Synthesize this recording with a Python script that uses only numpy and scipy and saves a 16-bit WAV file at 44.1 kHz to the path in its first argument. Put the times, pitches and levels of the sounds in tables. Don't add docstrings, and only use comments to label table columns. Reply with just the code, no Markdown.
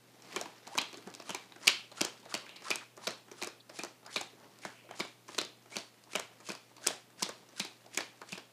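import sys
import numpy as np
from scipy import signal
from scipy.fft import rfft, irfft, next_fast_len
from scipy.io import wavfile
from scipy.ndimage import uniform_filter1d, map_coordinates

SR = 44100
rng = np.random.default_rng(int(sys.argv[2]) if len(sys.argv) > 2 else 0)


def linear_from_db(decibels):
    return 10 ** (np.asarray(decibels, float) / 20)


def inscribe(sig):
    pcm = np.round(np.clip(np.atleast_2d(sig).T, -1, 1) * 32767)
    wavfile.write(sys.argv[1], SR, pcm.astype(np.int16))


N = 375732
SLOT, TAIL, LEAD = 2048, 20480, 64

# landing t/s, scrape level/dB, gap f/Hz, gap level/dB re scrape, thud level/dB
SLIDES = [(0.3638, -57, 1020, -9, -37.5), (0.7778, -54, 960, -13, -42), (1.297, -52, 1250, -19, -36.5),
          (1.6698, -47, 1280, -3.5, -38), (2.0085, -50, 1340, -2, -32), (2.3414, -51.5, 1240, 4, -39.5),
          (2.705, -47.5, 1250, -1, -42), (3.0716, -50.5, 970, -2.5, -37.5),
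          (3.4183, -55.5, 1260, -9, -40.5), (3.788, -53.5, 635, -4, -39.5), (4.16, -48, 2380, -15, -40.5),
          (4.6506, -53.5, 2200, 0, -39.5), (4.9982, -50.5, 1700, -32, -32.5), (5.379, -54.5, 946, -24, -57),
          (5.76, -50.5, 650, -10, -35.5), (6.1526, -54, 2000, -1, -36), (6.4907, -51.5, 2280, -19, -35),
          (6.866, -51, 1570, -9, -50), (7.2218, -50, 1630, -7, -33.5), (7.5978, -49, 1550, -15, -31),
          (7.9726, -52, 2370, -1, -60), (8.322, -55.5, 2350, -13, -34)]
# t/s, level/dB, f/Hz
KNOCKS = [(0.413, -27.5, 685), (0.675, -35.5, 784), (0.753, -35, 643), (0.778, -18.5, 960),
          (0.931, -41, 328), (0.943, -45, 382), (0.973, -39, 360), (1.065, -39.5, 210), (1.075, -37, 395),
          (1.086, -57, 320), (1.201, -43, 660), (1.346, -29, 960), (1.922, -43, 680), (2.2605, -37.5, 640),
          (2.974, -40, 825), (3.317, -37.5, 417), (3.334, -46, 900), (3.469, -34.5, 394), (3.697, -40, 660),
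          (4.212, -31, 780), (4.332, -45.5, 409), (4.91, -31, 725), (4.911, -42, 1270), (5.29, -49, 1400),
          (8.217, -38, 1340), (1.075, -36, 775), (6.0734, -49, 900), (4.939, -57, 304), (5.288, -38, 873),
          (6.403, -46, 890), (6.781, -44.5, 990), (6.904, -26, 687), (7.222, -25.5, 960), (7.291, -46, 370),
          (7.863, -44.5, 674), (8.2165, -38, 810)]


def unit(x):
    return x / np.sqrt(np.mean(x ** 2) + 1e-20)


def along(points, hz):
    f, v = np.transpose(points)
    return np.interp(np.log(hz + 1), np.log(f + 1), v)


def wobble(rate):
    knots = rng.standard_normal(int(N * rate / SR) + 4)
    return map_coordinates(knots, [np.arange(N) * rate / SR])


def resonance(f, hz, width_hz):
    return 1j * f * width_hz / (hz * hz - f * f + 1j * f * width_hz)


def rush(spectrum, patchy_db):
    z = signal.stft(rng.standard_normal(N), nperseg=256)[2]
    field = uniform_filter1d(rng.standard_normal(z.shape), size=4, axis=0)
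    field = uniform_filter1d(field, size=8, axis=1)
    patchy = signal.istft(z * linear_from_db(patchy_db * unit(field)), nperseg=256)[1]
    m = next_fast_len(len(patchy))
    colour = linear_from_db(along(spectrum, np.fft.rfftfreq(m, 1 / SR)))
    return unit(irfft(rfft(patchy, m) * colour, m)[:N])


def slips(spectrum, patchy_db):
    unevenness = linear_from_db(3 * wobble(400) + 1.2 * wobble(60))
    return unit(unevenness * rush(spectrum, patchy_db))


def laid_out(rows, times):
    index = np.round(times * SR).astype(int)[:, None] - LEAD + np.arange(rows.shape[1])
    return np.bincount(index.ravel(), rows.ravel(), N + rows.shape[1])[:N]


def background():
    # f/Hz, level/dB
    hiss_spectrum = [(20, -25), (65, -22), (95, -12), (170, 1.5), (400, 0), (1400, -9), (3000, -10.5),
                     (5400, -14), (9000, -15), (15000, -18)]
    # f/Hz, rms level/dB
    hum = (119.8, -73)
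    hum_hz, hum_db = hum
    phase = 2 * np.pi * np.cumsum(hum_hz + 0.94 * wobble(7.2)) / SR
    hiss = linear_from_db(-65) * rush(hiss_spectrum, patchy_db=.6)
    return hiss + linear_from_db(hum_db + 1.3 * wobble(4.3)) * np.sqrt(2) * np.sin(phase)


def rubbing():
    # f/Hz, level/dB per Hz
    palm = [(500, -39), (1200, 4), (2000, 6), (3000, 3), (4500, 3), (7000, -2.5), (12000, -16)]
    # f/Hz, level/dB per Hz
    rug_spectrum = [(90, -32.5), (180, 10), (350, 9.5), (700, 8), (1200, 3.5), (2500, -33)]
    # t/s, level/dB
    still = (0.18, -87)
    # t/s, level/dB
    hands = [(.36, -73), (.55, -79.5), (.95, -81), (1.301, -81), (1.55, -87.5), (2.2, -82.5), (2.55, -83.5),
             (2.85, -92), (3.301, -90.5), (4.2, -96), (4.45, -83), (4.9, -91), (5.6, -91), (6.401, -88),
             (6.7, -92), (7.4, -87.5), (8.25, -87), (8.45, -90)]
    scrape_db, rug_db = 19.5, 18
    settle_db, settle_s = -13, 0.062
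    s, busy_db = np.transpose([still, *hands])
    t = np.arange(N) / SR
    rug = unit(linear_from_db(2.5 * wobble(60)) * rush(rug_spectrum, patchy_db=2.2))
    busy = linear_from_db(np.interp(t, s, busy_db) + 1.5 * wobble(5.4))
    settle = sum(linear_from_db(db + settle_db) * np.exp(-np.abs(t - at) / settle_s) for at, db, *_ in SLIDES)
    skin = linear_from_db(scrape_db) * busy * slips(palm, patchy_db=1.5)
    return skin + (linear_from_db(rug_db) * busy + settle) * rug


def burst(length, response, fall):
    spike = 3.7
    u = (np.arange(SLOT) - LEAD) / SR / length
    shape = np.clip(3 * u + .5, 0, 1) ** 3.3 * (u > 0) * linear_from_db(-fall * np.clip(u - .7, 0, None))
    first = np.arange(SLOT) == LEAD + np.round(0.4 * length * SR)
    grains = rng.standard_normal(u.shape) * linear_from_db(5.96 * rng.standard_normal(u.shape))
    force = rfft(shape * grains - spike * first)
    force = force / np.sqrt(np.abs(uniform_filter1d(np.abs(force) ** 2, size=36, axis=1)))
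    rows = irfft(force * response(np.fft.rfftfreq(SLOT, 1 / SR)), SLOT)
    rows = rows * (np.arange(SLOT) < SLOT // 2)
    power = np.abs(uniform_filter1d(rows ** 2, size=60, axis=1))
    return rows / np.sqrt(power.max(axis=1, keepdims=True))


def contacts(table):
    # f/Hz, width/Hz, level/dB
    pile = [
        (345, 68, 3.5),
        (620, 104, 2),
        (1020, 600, -4),
    ]
    _, db, hz, pat_db, crack_db, ms = np.transpose(table)[:, :, None]
    length = ms / 1000

    def card(f):
        deck = 0.061 * resonance(f, 3890, 3900) ** 2 - 0.56 * resonance(f, 2308, 330)
        return resonance(f, hz, 0.12 * hz) + deck

    def edge(f):
        return resonance(f, 6750, 3100) * resonance(f, 3500, 7000) * resonance(f, 6000, 11000)

    def air(f):
        modes = sum((-1) ** k * linear_from_db(g) * resonance(f, c, w) for k, (c, w, g) in enumerate(pile))
        return modes * resonance(f, 550, 6900)

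    ring = burst(length, card, fall=12.0)
    crack = burst(length, edge, fall=76)
    pat = burst(0.83 * length, air, fall=12.0)
    return linear_from_db(db - 5.5) * (ring + linear_from_db(crack_db - 4.0) * crack + linear_from_db(pat_db + 1.0) * pat)


def catches():
    # t/s, ring level/dB, ring f/Hz, crack level/dB re ring
    caught = [(0.2214, -47, 5500, 3), (4.9111, -46, 3050, -3), (2.4607, -46, 2400, -12),
              (2.4645, -43, 1640, -6), (2.4925, -39, 3700, -12), (2.498, -46, 3000, -10),
              (2.5604, -41, 4240, -22), (1.659, -38, 5600, -10), (8.217, -46, 4400, -2),
              (5.8065, -42, 3800, -15), (2.5645, -42, 4300, -3), (2.5695, -47, 4000, 0),
              (2.6215, -48, 5200, 0), (1.2215, -47, 2600, 0), (4.0506, -54, 4400, 0),
              (4.1079, -50, 4000, 0), (5.3207, -50, 4000, 0), (6.1134, -53, 3000, 0)]
    pat_db, ms = -11, 1.6
    return [(s, db, hz, pat_db, crack, ms) for s, db, hz, crack in caught]


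def slides():
    # f/Hz, level/dB per Hz
    scrape_spectrum = [(500, -43.5), (1200, 2.5), (2500, 6.5), (4500, 7.5), (7000, 6), (11000, -2.5),
                       (16000, -71)]
    pushes = [66, 85, 56.4, 67, 62, 59.6, 80, 72, 75.7, 75, 64.6, 45, 52.5, 112, 64.5, 60.4, 58.3, 60, 45.6,
              47.7, 62, 72]
    lull, lull_s = 0.25, 0.008
    t = np.arange(N) / SR
    scrape = slips(scrape_spectrum, patchy_db=1.6)
    out = np.zeros(N)
    f = np.fft.rfftfreq(TAIL, 1 / SR)
    grit = unit(linear_from_db(4 * wobble(150)))
    for (s, db, hz, gap_db, thud_db), push_ms in zip(SLIDES, pushes):
        at = slice(round(s * SR) - TAIL // 2, min(N, round(s * SR) + TAIL // 2))
        u = t[at] - s
        push = np.sin(np.pi / 2 * np.clip(1.19 + 950 * u / push_ms, 0, 1)) ** 2.5
        speed = np.where(u < 0, push, np.exp(-u / 0.062))
        speed = speed * (1 - lull * np.exp(-(u / lull_s + 1) ** 2))
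        cavity = resonance(f, hz, 0.54 * hz) * resonance(f, hz, 1500)
        gap = unit(irfft(rfft(rng.standard_normal(TAIL)) * cavity, TAIL))
        rubbed = scrape[at] + linear_from_db(gap_db - 2.0) * gap[:len(u)] * grit[at]
        late = np.clip(u - .003, 0, None) / 0.0051
        thud = late * np.exp(1 - late) * np.sin(2 * np.pi * rng.uniform(187.0, 209.4) * u)
        out[at] += linear_from_db(db) * speed * rubbed + linear_from_db(thud_db - 6.0) * thud
    return out


def corners():
    # t/s, ring level/dB, ring f/Hz, pat level/dB re ring, crack level/dB re ring
    touched = [(0.361, -30.5, 3170, 2.5, 9), (0.7772, -21, 6300, -14, -20), (1.293, -35.5, 3200, 4, 6),
               (1.671, -14.5, 4620, -14, -5), (2.0084, -22.5, 5070, -5.5, -23),
               (2.3406, -23, 4570, -4.5, -0.5), (2.7039, -23, 5000, -2, 4), (3.0705, -24.5, 4150, -7, -1.5),
               (3.4168, -32.5, 4300, -3.5, -7), (3.789, -40, 4400, 7, 11.5), (4.1601, -21.5, 3970, -7, -7),
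               (4.6501, -36.5, 1670, 6.5, 4), (4.9934, -39.5, 6700, 0, 7), (5.3814, -29, 4840, -1.5, 2),
               (5.7567, -31.5, 2750, -7, -4), (6.1523, -22, 3060, -4.5, -6), (6.488, -35.5, 6220, 2, -4),
               (6.8662, -25.5, 5000, -1.5, 1), (7.223, -45, 7260, -9, 22), (7.597, -28, 5160, -7.5, 5.5),
               (7.9736, -30.5, 3170, -3, 13.5), (8.3218, -35.5, 4800, -9, 5)]
    return [(*row, 2.8) for row in touched]


def snaps():
    # t/s, ring level/dB, ring f/Hz, pat level/dB re ring, crack level/dB re ring
    landed = [(0.3665, -31.5, 2400, -1.5, -15), (0.7838, -17.5, 4230, -18, -30),
              (0.785, -19.5, 3130, -15.5, -25), (1.3043, -28.5, 3000, -6.5, 1.5),
              (1.2971, -35.5, 3200, 1, -3), (1.6762, -10.5, 4500, -25, -16), (1.678, -8.5, 2990, -35, 2.5),
              (1.6784, -14, 2530, -28, -4), (2.014, -20.5, 3130, -6, 8), (2.3494, -26.5, 2900, -6, 3),
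              (2.7124, -17.5, 2550, -26, -20), (3.076, -23, 5540, -2, -37), (3.4247, -30, 2370, -2.5, 4),
              (3.7936, -30, 2450, -13, -7), (4.167, -24.5, 2430, -12.5, -10), (5, -28, 4900, -1.5, -38),
              (5.0043, -26, 2305, -4.5, -27), (5.0055, -27.5, 3820, -15, -20),
              (5.386, -21.5, 3900, -4, 3.5), (5.767, -25, 4660, -4.5, 1), (6.1583, -25.5, 2230, -0.5, 6),
              (6.494, -31, 4800, -12, -18.5), (6.8712, -15, 8250, -32, 5), (7.2253, -23.5, 5800, -5.5, -14),
              (7.2293, -17.5, 4880, -26, 2.5), (7.6006, -21, 4000, -27, -3), (7.605, -27, 2400, -15, -20),
              (7.9757, -23.5, 2325, -5.5, 2.5), (8.3277, -31, 2550, -8, -6)]
    return [(*row, 1.5) for row in landed]


def flaps():
    # t/s, ring level/dB, ring f/Hz, crack level/dB re ring
    flapped = [(0.412, -34, 5500, 9.5), (0.457, -38, 960, -20), (0.8167, -35.5, 2580, 2.5),
               (0.7729, -37, 6200, -10), (2.0464, -35, 5000, 0), (3.469, -42, 5200, 0),
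               (0.8144, -34, 7000, 3), (1.3473, -29.5, 2370, 6.5), (1.6889, -30.5, 3140, -13),
               (2.0493, -27.5, 7160, 7.5), (2.376, -42.5, 7000, -1), (2.757, -32.5, 8000, 11),
               (3.107, -48.5, 1470, 17), (3.4331, -31.5, 2400, 6), (3.4455, -40.5, 2580, 12),
               (3.4722, -34.5, 5070, 5.5), (3.8347, -31, 5300, 3), (4.209, -40, 7500, 4),
               (4.2125, -34, 6400, 5), (4.177, -35.5, 3900, -8), (6.195, -36, 7000, 4),
               (5.4138, -30, 4450, 5), (6.1973, -31, 2270, 5), (6.5013, -31, 2520, -2),
               (6.5181, -37, 4750, 5), (6.5508, -40.5, 4800, 1.5), (6.8822, -27, 3550, -26),
               (7.2625, -36, 3580, -12), (7.6491, -33, 4600, -1), (7.9864, -30.5, 1830, -16),
               (8.006, -29.5, 4500, -16), (8.353, -43, 2500, -10), (8.3756, -39, 3280, -17),
               (8.379, -37.5, 4900, -2)]
    pat_db, ms = -2.5, 1.9
    return [(s, db, hz, pat_db, crack, ms) for s, db, hz, crack in flapped]


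def knocks():
    decay_cycles, level_db = 1, -5.5
    _, db, hz = np.transpose(KNOCKS)[:, :, None]
    cycles = hz * np.clip(np.arange(SLOT) - LEAD, 0, None) / SR
    u = cycles / decay_cycles
    return linear_from_db(db + level_db) * u * np.exp(1 - u) * np.sin(2 * np.pi * cycles)


def taps():
    # t/s, ring level/dB, ring f/Hz, crack level/dB re ring
    tapped = [(0.669, -43.5, 4260, 1), (0.675, -51.5, 5370, 16.5), (0.929, -44.5, 3120, 4),
              (0.9419, -39.5, 4230, -11), (1.139, -43, 3630, 6), (1.1989, -38.5, 5100, -16),
              (1.521, -42.5, 3780, -48), (1.9165, -45, 4260, 1), (2.254, -49, 4250, 2),
              (2.9671, -51, 6300, 6), (3.3138, -42, 5930, -7), (3.694, -46, 4870, -8),
              (4.063, -42.5, 5030, 4), (5.2812, -44, 6050, -15), (5.346, -38.5, 4700, -8),
              (5.749, -58, 4700, 1), (6.038, -56, 5060, 10), (6.1325, -39, 2340, 3), (6.408, -56, 2280, 7),
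              (6.766, -48.5, 4520, 5), (6.781, -51, 4330, -15.5), (6.848, -53, 1600, -16),
              (7.4883, -53, 6100, 1), (7.862, -51, 4930, 4), (7.946, -41.5, 5030, 9), (8.21, -55, 4750, -6)]
    pat_db, ms = -4, 3
    return [(s, db, hz, pat_db, crack, ms) for s, db, hz, crack in tapped]


def pats():
    # t/s, dull ring level/dB, pat level/dB re ring, crack level/dB re ring
    patted = [(0.7516, -43.5, 8, 4), (0.971, -56.5, 3, 17.5), (1.072, -56, 16.5, 13), (1.223, -63, 5, 18),
              (1.561, -49, 2.5, 3), (1.924, -63, 16, 13), (2.259, -65, 16, -8.5), (2.621, -58, 14, -13),
              (2.9754, -53, 10, 9), (3.282, -56, 6, 3), (3.334, -66, 10, -7), (3.6979, -58.5, 16, 13),
              (3.8471, -51.5, 15, 20.5), (4.029, -63, 10, 1), (4.331, -75, 14, -17), (4.89, -57, 12, -22.5),
              (4.9094, -55.5, 15, 12), (4.9372, -48.5, 3, -20), (5.0485, -54, 15, 11), (5.2896, -51, 12, 7),
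              (5.658, -60, 10, 5), (5.725, -56.5, 11.5, -6), (6.402, -59, 10.5, 12), (1.079, -71, 19, -10),
              (6.905, -39.5, 4.5, -13), (7.102, -59, 2, 6.5), (7.29, -46.5, 13.5, 15), (8.174, -62, 2, 7),
              (8.215, -51.5, 11, 9), (0.6786, -64.5, 22.5, -10)]
    soft_hz, ms = 1570, 3.9
    return [(s, db, soft_hz, pat, crack, ms) for s, db, pat, crack in patted]


def glides(table, steady, width_hz):
    out = np.zeros(N)
    flutter = steady + wobble(width_hz) + 1j * wobble(width_hz)
    flutter = flutter / np.sqrt(np.mean(np.abs(flutter) ** 2))
    for s, ms, first_hz, last_hz, db in table:
        u = np.linspace(0, 1, round(ms * SR / 1000))
        at = slice(round(s * SR), round(s * SR) + len(u))
        phase = 2 * np.pi * np.cumsum(first_hz + (last_hz - first_hz) * u) / SR
        swell = np.abs(np.sin(np.pi * u)) ** 0.54
        out[at] += linear_from_db(db) * np.sqrt(2) * swell * np.real(flutter[at] * np.exp(1j * phase))
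    return out


def squeaks():
    strokes = [(0.712, 37, 630, 1060, -49.5), (1.27, 22, 1140, 1250, -56), (1.63, 47, 910, 1200, -56),
               (1.975, 30, 1300, 1510, -56), (1.97, 20, 2870, 2970, -59), (2.315, 31, 1043, 1350, -54),
               (2.65, 48, 930, 1380, -50), (3.02, 19, 870, 955, -61), (3.39, 19, 1240, 1310, -60),
               (3.75, 30, 570, 650, -69), (4.838, 55, 612, 555, -60), (5.72, 33, 2180, 2380, -54.5),
               (6.804, 26, 610, 620, -61), (6.83, 12, 1280, 1370, -61), (6.842, 21, 1560, 1570, -50),
               (7.196, 30, 1470, 1590, -56), (7.568, 37, 1510, 1600, -55), (7.93, 30, 2200, 2300, -69)]
    return glides(strokes, steady=1.3, width_hz=330)


def ticks():
    # t/s, ring level/dB
    ticked = [(1.102, -50), (1.15, -42.5), (2.738, -54), (3.326, -53), (0.864, -61), (2.2, -58), (4.4, -60),
              (4.54, -69), (4.588, -52), (4.69, -78), (5.45, -41), (5.624, -62), (5.786, -40), (6.906, -48),
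              (6.962, -56)]
    hz, pat_db, crack_db, ms = 4900, -8, 8, 0.66
    return [(s, db, hz, pat_db, crack_db, ms) for s, db in ticked]


def swishes():
    strokes = [(4.36, 120, 1300, 1600, -69), (4.70, 450, 2400, 2900, -67), (4.72, 117, 2600, 2900, -65.5),
               (4.33, 226, 450, 600, -62), (1.8, 90, 2500, 2400, -68), (2.46, 190, 3000, 2300, -60.5),
               (8.27, 70.5, 1400, 3800, -59.5), (8.222, 23, 900, 1100, -58), (2.8, 41, 1604, 1400, -52),
               (3.6, 16, 4020, 3900, -56), (4.04, 89.4, 560, 2000, -54), (6.075, 45, 340, 1600, -65),
               (8.215, 28, 1540, 740, -52)]
    return glides(strokes, steady=0, width_hz=1300)


def room(rows):
    # f/Hz, t60/s, level/dB
    decay = [(198, 0.3, 1.5), (685, 0.31, 0.5), (1700, 0.29, 5), (2400, 0.35, -1), (3000, 0.36, 2),
             (4000, 0.33, 2.5), (6650, 0.28, -5), (13000, 0.3, -12)]
    echo_db, echo_s = 4.5, 0.032
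    beaming = 0.065
    bands = np.array(decay)
    hz, t, z = signal.stft(rng.standard_normal((len(rows), TAIL)), SR, nperseg=256)
    t60 = along(bands[:, [0, 1]], hz)[:, None]
    db = along(bands[:, [0, 2]], hz)[:, None]
    tails = signal.istft(z * linear_from_db(db - 60 * t / t60), SR, nperseg=256)[1][:, :TAIL]
    age = np.arange(TAIL) / SR
    tails = tails * (1 - np.exp(-age / 0.00029)) / np.linalg.norm(tails[0])
    lumps = unit(uniform_filter1d(rng.standard_normal(tails.shape), size=48, axis=1))
    tails = tails * linear_from_db(echo_db * lumps * np.exp(-age / echo_s))
    tails = tails * (np.abs(rows).max(axis=1, keepdims=True) / 0.043) ** -beaming
    power = uniform_filter1d(np.abs(rfft(rows, TAIL)) ** 2, size=100, axis=1)
    colour = np.sqrt(np.abs(0.85 * power + 0.27 * uniform_filter1d(power, size=1600, axis=1)))
    return irfft(rfft(tails) * colour, TAIL) * (np.arange(TAIL) < TAIL - SLOT)


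def scene():
    table = catches() + corners() + snaps() + flaps() + taps() + pats() + ticks()
    rows = np.concatenate([contacts(table), knocks()])
    times = np.concatenate([np.transpose(table)[0], np.transpose(KNOCKS)[0]])
    cards = laid_out(rows, times) + linear_from_db(-8.5) * laid_out(room(rows), times)
    return (cards + slides() + squeaks() + swishes() + rubbing())[None]


def band_limit(x):
    return signal.sosfilt(signal.butter(12, 16500, fs=SR, output="sos"), x)


def record(dry):
    rounded = dry / (1 + np.abs(dry / .68) ** 4) ** (1 / 4)
    bass_cut = signal.butter(3, 118, "high", fs=SR, output="sos")
    top_cut = signal.cheby2(12, 32, 15500, fs=SR, output="sos")
    mix = signal.sosfilt(bass_cut, rounded) + background()
    mix = signal.sosfilt(top_cut, mix)
    return band_limit(mix)


dry = scene()
out = record(dry)
inscribe(out)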